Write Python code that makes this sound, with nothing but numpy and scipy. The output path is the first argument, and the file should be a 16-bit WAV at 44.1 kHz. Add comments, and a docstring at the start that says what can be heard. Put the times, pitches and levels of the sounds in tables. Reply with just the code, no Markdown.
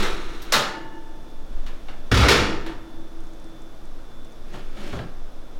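"""Baking pan and oven door

A metal pan scrapes along an oven rack by stick-slip friction and drops onto it; the wires ring on.
The door swings up on rubbing hinges and ticking springs, shuts with a clatter of sheet metal and a
boom of the oven shell, and later is pulled ajar. The small kitchen reverberates and has a thin
steady whine; a bracelet tinkles, and the hand-held microphone rumbles as it sways."""
import sys
import numpy as np
from scipy import signal
from scipy.fft import rfft, irfft, next_fast_len
from scipy.io import wavfile

SR = 44100
rng = np.random.default_rng(int(sys.argv[2]) if len(sys.argv) > 2 else 0)


def log_audio(samples):
    """Write samples as a 16-bit WAV file to the path given in sys.argv[1]."""
    # one column per channel
    frames = np.atleast_2d(samples).T
    # limit to full scale, then quantise
    limited = np.clip(frames, -1, 1)
    pcm = np.round(limited * 32767).astype(np.int16)
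    wavfile.write(sys.argv[1], SR, pcm)


N = 246553
TIME = np.arange(N) / SR
TAIL = TIME[:SR + SR // 2]
PAN_DROP_S, DOOR_SLAM_S = 0.524, 2.286


def from_db(db):
    """Amplitude grows tenfold with every 20 dB."""
    return 10 ** (np.asarray(db) / 20)


def rms_one(x):
    """Division by the root mean square gives unit power."""
    return x / np.sqrt(np.mean(x ** 2) + 1e-20)


def at_hz(points, hz):
    """Interpolation along log frequency reads a curve between its points."""
    return np.interp(np.log(hz), np.log(np.array(points)[:, 0]), np.array(points)[:, 1])


def coloured(x, colour):
    """Linear filtering weights the spectrum by a colour; the result has unit power."""
    size = next_fast_len(N)
    hz = np.arange(size // 2 + 1) * SR / size + 1e-3
    return rms_one(irfft(rfft(x, size) * from_db(at_hz(colour, hz)), size)[:N])


def drift(rate_hz):
    """Low-pass noise wanders slowly, with unit spread."""
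    return coloured(rng.standard_normal(N), [(rate_hz, 0), (4 * rate_hz, -40), (40 * rate_hz, -120)])


def add(out, s, sound):
    """Superposition: a sound adds to the mix from time s on."""
    i = max(round(s * SR), 0)
    out[i:i + len(sound)] += sound[:N - i]


def rub(gain, colour, slips_per_s, spread_db, ring_s, contacts=6):
    """Stick-slip friction: random slips at several contacts each set the metal ringing briefly."""
    out, t = 0, TAIL[:SR // 4]
    for _ in range(contacts):
        slipping = rng.random(N) < slips_per_s / contacts / SR
        slips = slipping * rng.choice([-1, 1], N) * from_db(spread_db * rng.standard_normal(N))
        metal = rng.standard_normal(len(t)) * from_db(-60 * t / ring_s)
        out = out + signal.oaconvolve(slips, metal)[:N]
    return gain * coloured(out, colour)


def ring(modes, t):
    """Free vibration is a sum of damped sines, here each of random strength and sign."""
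    strengths = from_db(rng.normal(0, 2.44, len(modes))) * rng.choice([-1, 1], len(modes))
    return sum(strength * from_db(db - 60 * t / t60) * np.sin(2 * np.pi * hz * t)
               for strength, (hz, db, t60) in zip(strengths, modes))


def dense_ring(colour, t60s, bright_db, length):
    """Overlapping modes merge into noise that starts at unit power and decays band by band."""
    edges = np.geomspace(90, 18000, 24)
    white, out, power = rng.standard_normal((2, len(TAIL))), 0, 0
    for k, (low, high) in enumerate(zip(edges, edges[1:])):
        hz = np.sqrt(low * high)
        bandpass = signal.butter(2, [low, high], "band", fs=SR, output="sos")
        band = rms_one(signal.sosfilt(bandpass, white[k % 2]))
        gain = from_db(at_hz(colour, hz) + bright_db * np.log2(hz)) * np.sqrt(high - low)
        out = out + gain * band * from_db(-60 * TAIL / (at_hz(t60s, hz) * length))
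        power += gain ** 2
    return out / np.sqrt(power)


def ring_length(db, full_blow_db=-15, halving_db=33):
    """A stronger blow rings longer: its level sets a factor on the decay time."""
    return 2 ** ((db - full_blow_db) / halving_db)


def chatter(decay_s, bounce_db, per_s=450):
    """Rebound: one contact is followed by weakening random bounces; the force has unit energy."""
    t = TIME[:SR // 8]
    bounces = (rng.random(len(t)) < per_s / SR) * rng.standard_normal(len(t))
    force = bounces * from_db(bounce_db) * np.exp(-t / max(decay_s, 1e-3))
    force[0] = 1
    return force / np.linalg.norm(force)


def blows(table, colour, chatter_s, ring_share, crack_db, crack_s, bounce_db, rise_s,
          modes=(), modes_db=0, mode_t60=0):
    """Impact excitation: each blow cracks, chatters and leaves the sheet metal ringing."""
    # Each row: frequency in Hz, unscaled time to decay by 60 dB in seconds.
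    metal_t60 = [(150, 1), (400, 0.89), (1200, 0.63), (3500, 0.6), (7000, 0.54), (14000, 0.27)]
    out = np.zeros(N)
    rise = 1 - np.exp(-TAIL / rise_s)   # the shock spreads through the sheet
    onset = rise * (1 + from_db(crack_db) * np.exp(-TAIL / crack_s))
    for s, db, bright_db in table:
        length = max(ring_share * ring_length(db), .05)
        body = onset * dense_ring(colour, metal_t60, bright_db, length)
        force = chatter(chatter_s * 2 ** -bright_db, bounce_db)   # a hard, bright contact chatters less
        add(out, s, from_db(db) * signal.fftconvolve(body, force))
        if modes:
            # high modes die sooner, and a soft blow hardly reaches them
            struck = [(hz, mode_db + bright_db * np.log2(hz / 2000),
                       mode_t60 * length * (2000 / hz) ** .15) for hz, mode_db in modes]
            add(out, s, from_db(db + modes_db) * ring(struck, TAIL[:SR]))
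    return out


def pan():
    """Friction and impact excite the pan as it scrapes along the rack, knocks and drops into place."""
    # Each row: start in seconds, relative level in dB, brightness in dB per octave.
    knocks = [(0.024, -29.5, 0), (0.055, -31, -1.5), (0.4185, -43.5, 8), (0.5215, -16.5, 1.5),
              (0.535, -16, 0)]
    # Each row: frequency of a strong sheet-metal mode in Hz, relative level in dB.
    modes = [(538, -7), (623, -8), (773, 5), (870, 1), (1174, 3), (1257, 0), (1324, -2), (1379, 1),
             (1529, 9), (1599, -2), (1847, -9), (1893, -2), (2006, -1), (2181, -18), (2372, 0), (2824, -15),
             (3735, 0), (3831, 5), (4173, -7), (4623, -12), (5073, -9), (5852, 1)]
    # Each row of both spectra: frequency in Hz, relative spectral density in dB.
    scrape_colour = [(41, -48), (70, -17), (208, -2.5), (261, -10), (401, 3), (590, -10), (1490, -5.5),
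                     (1750, -7), (3160, -13.5), (3870, -8), (4640, -21.5), (5440, -17.5), (15800, -41.5)]
    knock_colour = [(70, -21), (120, -8), (175, -3.5), (240, -6.5), (400, -6.5), (560, -3), (780, -5.5),
                    (950, -7.5), (1280, -1), (1600, -4.5), (2700, -9.5), (3900, -8), (5500, -13),
                    (7500, -22.5), (11000, -24.5), (15800, -26)]
    shove = from_db(-23 - 85 * TIME)   # the pan is shoved in and slows down
    glide = from_db(-43) * (TIME < PAN_DROP_S)
    scrape = rub(np.hypot(shove, glide), scrape_colour, slips_per_s=1000, spread_db=1.5, ring_s=0.075)
    return scrape + blows(knocks, knock_colour, chatter_s=0.012, ring_share=0.82,
                          crack_db=3, crack_s=0.0073, bounce_db=-6.5, rise_s=0.0018,
                          modes=modes, modes_db=-17, mode_t60=0.35)


def rack(slide_db=-8.5, waver_db=2.0, waver_hz=7.2):
    """Beating: lightly damped wires of nearly equal pitch interfere; their level also wavers."""
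    # Each row: frequency in Hz, level in dB after the pan and after the door, decay time in seconds.
    wires = [(275.3, -50.5, -42, 2.8), (308.2, -40, -41, 3.8), (325.8, -52, -37.5, 4.8),
             (332, -48.5, -35.5, 3.86), (336, -50, -43, 3.5), (366, -43, -34, 1.76), (697, -55.5, -56, 5.3),
             (892, -40, -44, 1.5), (885, -39, -44.5, 2.64), (895, -39.5, -48, 1.8), (919, -43.5, -41, 2.3),
             (1750, -43.5, -43, 1.33), (1730, -38, -47, 1.3), (1773, -47.5, -45.5, 2.16),
             (2864, -47, -55, 1.3), (2907, -40, -43.5, 0.96)]
    out, t = np.zeros(N), TIME[:3 * SR]
    by_pan = [(hz, pan_db, t60) for hz, pan_db, door_db, t60 in wires]
    by_door = [(hz, door_db, t60) for hz, pan_db, door_db, t60 in wires]
    add(out, 0, from_db(slide_db) * ring(by_door, t))   # sliding shakes the whole rack, as the door does
    add(out, PAN_DROP_S, ring(by_pan, t))
    add(out, DOOR_SLAM_S, ring(by_door, t))
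    return out * from_db(waver_db * drift(waver_hz))


def room_air(db=-48):
    """Stationary broadband noise forms the kitchen's ambient floor."""
    # Each row: frequency in Hz, relative spectral density in dB.
    colour = [(41, -42), (70, -10), (145, -4.5), (190, -5), (238, -4.5), (300, -2.5), (420, -6.5),
              (564, -6.5), (887, -13), (1400, -14.5), (2000, -22.5), (2900, -25), (3600, -21.5),
              (4300, -27), (5600, -26.5), (7500, -33.5), (15800, -39)]
    return from_db(db) * coloured(rng.standard_normal(N), colour)


def appliance_hum(waver_db=2.5, waver_hz=1.57):
    """Pure appliance tones hum and whine under a slow, shared amplitude modulation."""
    # Each row: frequency in Hz, level in dB about which the tone wavers.
    tones = [(119, -62.5), (156, -70.5), (237, -62), (463, -75), (3499, -67)]
    hum = sum(np.sqrt(2) * from_db(db) * np.sin(2 * np.pi * (hz * TIME + rng.random()))
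              for hz, db in tones)
    return hum * from_db(waver_db * drift(waver_hz))


def microphone_sway(rest_db=-30, width_s=0.24):
    """Handling noise: a largely infrasonic rumble swells as the hand moves the microphone."""
    # Each row: time of a movement's peak in seconds, level in dB.
    sways = [(0.15, -21), (1.65, -20.5), (2.65, -26)]
    # Each row: frequency in Hz, relative spectral density in dB.
    colour = [(3, -23), (7, -10), (12, 0), (16, -2), (23, -65), (33, -18.5), (50, -31), (80, -47.5),
              (160, -89)]
    sway_power = sum(from_db(db) ** 2 * np.exp(-((TIME - s) / width_s) ** 2) for s, db in sways)
    return np.sqrt(from_db(rest_db) ** 2 + sway_power) * coloured(rng.standard_normal(N), colour)


def hinges(rise_db_per_s=194, fall_db_per_s=124):
    """Hinge friction follows the door's speed; the arms catch in dull impacts as it is pulled ajar."""
    # The door is closed, grabbed and pulled ajar.
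    # Each row: time of reaching full speed in seconds, hold in seconds, relative level in dB.
    swings = [(1.523, 0.6, -54), (4.545, 0.0092, -39.5), (4.798, .15, -38)]
    # Each row: start in seconds, relative level in dB, brightness in dB per octave.
    knocks = [(4.539, -35, 0.5), (4.928, -27.5, -0.4), (4.956, -27.5, -2.5), (4.989, -27.5, -0.1)]
    # Each row of both spectra: frequency in Hz, relative spectral density in dB.
    rub_colour = [(88, -35), (150, -1), (291, -2), (382, 1), (474, -17), (575, -6), (955, -16.5),
                  (1380, -14), (3590, -19), (15800, -44)]
    knock_colour = [(90, 1.5), (140, 4), (190, 2), (250, -13), (330, -3.5), (500, -8.5), (900, -7.5),
                    (1400, -11), (2000, -18.5), (2700, -22), (3700, -21.5), (6000, -45), (15800, -57)]
    speed = sum(from_db(db - rise_db_per_s * np.maximum(s - TIME, 0)
                        - fall_db_per_s * np.maximum(TIME - s - hold_s, 0)) for s, hold_s, db in swings)
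    rubbing = rub(speed, rub_colour, slips_per_s=1200, spread_db=2.5, ring_s=0.065)
    return rubbing + blows(knocks, knock_colour, chatter_s=0.0042, ring_share=0.38,
                           crack_db=0, crack_s=0.0037, bounce_db=-5.0, rise_s=0.00072)


def springs(recoil_s=.021, loss_db=4.5, dulling_db=4.5):
    """Elastic recoil: as their load changes the door springs tick, then answer softer and duller."""
    # Each row: start in seconds, relative level in dB, brightness in dB per octave.
    ticks = [(1.664, -41, 2.0), (1.884, -39, -1.5), (2.663, -35, 0.5)]
    # Each row: frequency in Hz, relative spectral density in dB.
    colour = [(150, -0.5), (700, 0.5), (1400, 3), (2000, -2.5), (3000, -2), (4500, -9.5), (7000, -20.5),
              (15800, -30)]
    recoils = [(s + recoil_s, db - loss_db, bright_db - dulling_db) for s, db, bright_db in ticks]
    return blows(ticks + recoils, colour, chatter_s=0.002, ring_share=0.86,
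                 crack_db=0, crack_s=0.0041, bounce_db=-6, rise_s=0.00046)


def door():
    """Impacts excite plate modes: the catch clacks, the door judders, slams on the stove and rebounds."""
    # Each row: start in seconds, relative level in dB, brightness in dB per octave.
    slam = [(2.2835, -12.5, 1.2), (2.304, -17.5, 0.2), (2.388, -26, -2)]
    catch = [(2.1145, -17, -.5)]
    # evenly spaced bumps, each stronger and duller than the last
    judder = [(2.141 + .03 * k, -20.5 + .8 * k, 1.13 - .77 * k) for k in range(4)]
    # Each row: frequency of a strong sheet-metal mode in Hz, relative level in dB.
    modes = [(362, 0.5), (424, -1), (507, -1.5), (691, -6), (860, 0.5), (1132, -10), (1207, -4),
             (1288, -14.5), (1410, 6), (1463, 6), (1774, -35), (2014, -10), (2093, -23), (2250, 4.5),
             (2366, -14), (2534, 0), (2777, -6), (2838, -30), (3435, 2), (3806, 4.5), (4374, -62),
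             (4866, -32)]
    # Each row: frequency in Hz, relative spectral density in dB.
    colour = [(70, -24), (125, -4), (165, -2), (240, -3), (320, -5.5), (390, -2.5), (520, -5.5), (730, -8),
              (1000, -8), (1300, -4.5), (1800, -8.5), (2300, -8), (3000, -11), (3900, -12), (4700, -11.5),
              (5500, -17), (7500, -25.5), (11000, -32), (15800, -37)]
    clack = blows(catch, colour, chatter_s=.0013, ring_share=0.58,
                  crack_db=1.5, crack_s=0.0043, bounce_db=-9.0, rise_s=0.0019,
                  modes=modes, modes_db=-20.5, mode_t60=0.53)
    return clack + blows(judder + slam, colour, chatter_s=0.013, ring_share=0.97,
                         crack_db=1.5, crack_s=0.0038, bounce_db=-7.5, rise_s=0.0017,
                         modes=modes, modes_db=-21.0, mode_t60=0.62)


def shell(contact_s=0.003, ring_share=.85):
    """The door's weight, a half-sine force pulse, drives the oven shell's low modes into a boom."""
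    # Each row: start in seconds, relative level in dB.
    thuds = [(2.115, -13.5), (2.179, -12.5), (2.389, -25), (4.926, -29.5)]
    # Each row: frequency in Hz, relative level in dB, unscaled decay time in seconds.
    modes = [(50.6, -4, 0.61), (60, -11, 1), (65.57, -3, 0.89), (76.9, -4, 0.49), (92, -4.5, 0.44),
             (115.5, 0, 0.55), (141.2, -15, 0.31), (188.4, -2.5, 0.21), (233, -5.5, 0.16),
             (273.2, -3.5, 0.7)]
    out = np.zeros(N)
    push = np.sin(np.pi * np.minimum(TIME[:SR // 20] / contact_s, 1))
    for s, db in thuds:
        length = ring_share * ring_length(db)
        boom = sum((-1) ** k * from_db(mode_db - 60 * TAIL / (t60 * length))
                   * np.sin(2 * np.pi * hz * TAIL) for k, (hz, mode_db, t60) in enumerate(modes))
        add(out, s, from_db(db) * signal.fftconvolve(boom, push / push.sum()))
    return out


def bracelet(span_s=(3.15, 4.5), pitch_hz=(5390, 9700), db=-62.5, t60_s=.02, touches=10, links=12):
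    """Small bodies ring high: tiny links, each with its own pitch, touch at random as the arm moves."""
    out = np.zeros(N)
    for s in rng.uniform(*span_s, touches):
        modes = [(hz, db, t60_s) for hz in rng.uniform(*pitch_hz, links)]
        add(out, s, ring(modes, TAIL[:SR // 8]))
    return out


def kitchen(x, wet_db=-10.5, first_echo_s=0.0057):
    """Reverberation: reflections from close walls add a short diffuse tail."""
    # Each row: frequency in Hz, unscaled reverberation time in seconds.
    room_t60 = [(150, 0.3), (1500, 0.71), (6000, 0.2), (14000, 0.33)]
    echo = dense_ring([(100, 5.6), (5000, 3.2), (16000, 3)], room_t60, bright_db=0, length=0.97)
    echo *= TAIL > first_echo_s
    return x + from_db(wet_db) * signal.fftconvolve(x, echo / np.linalg.norm(echo))[:N]


def scene():
    """All sources superpose in one channel; the clatter and the bracelet also reverberate."""
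    metal = pan() + door() + springs() + hinges()
    near = kitchen(from_db(-1.0) * metal + bracelet())
    return (near + shell() + rack() + room_air() + appliance_hum() + microphone_sway())[None]


def record(dry, cutoff_hz=15950):
    """Soft saturation rounds the peaks, and a steep low-pass filter cuts the top."""
    rounded = 1.226 * np.tanh(dry / 1.175)
    return signal.sosfilt(signal.ellip(12, .1, 80, cutoff_hz, fs=SR, output="sos"), rounded)


dry = scene()
out = record(dry)
log_audio(out)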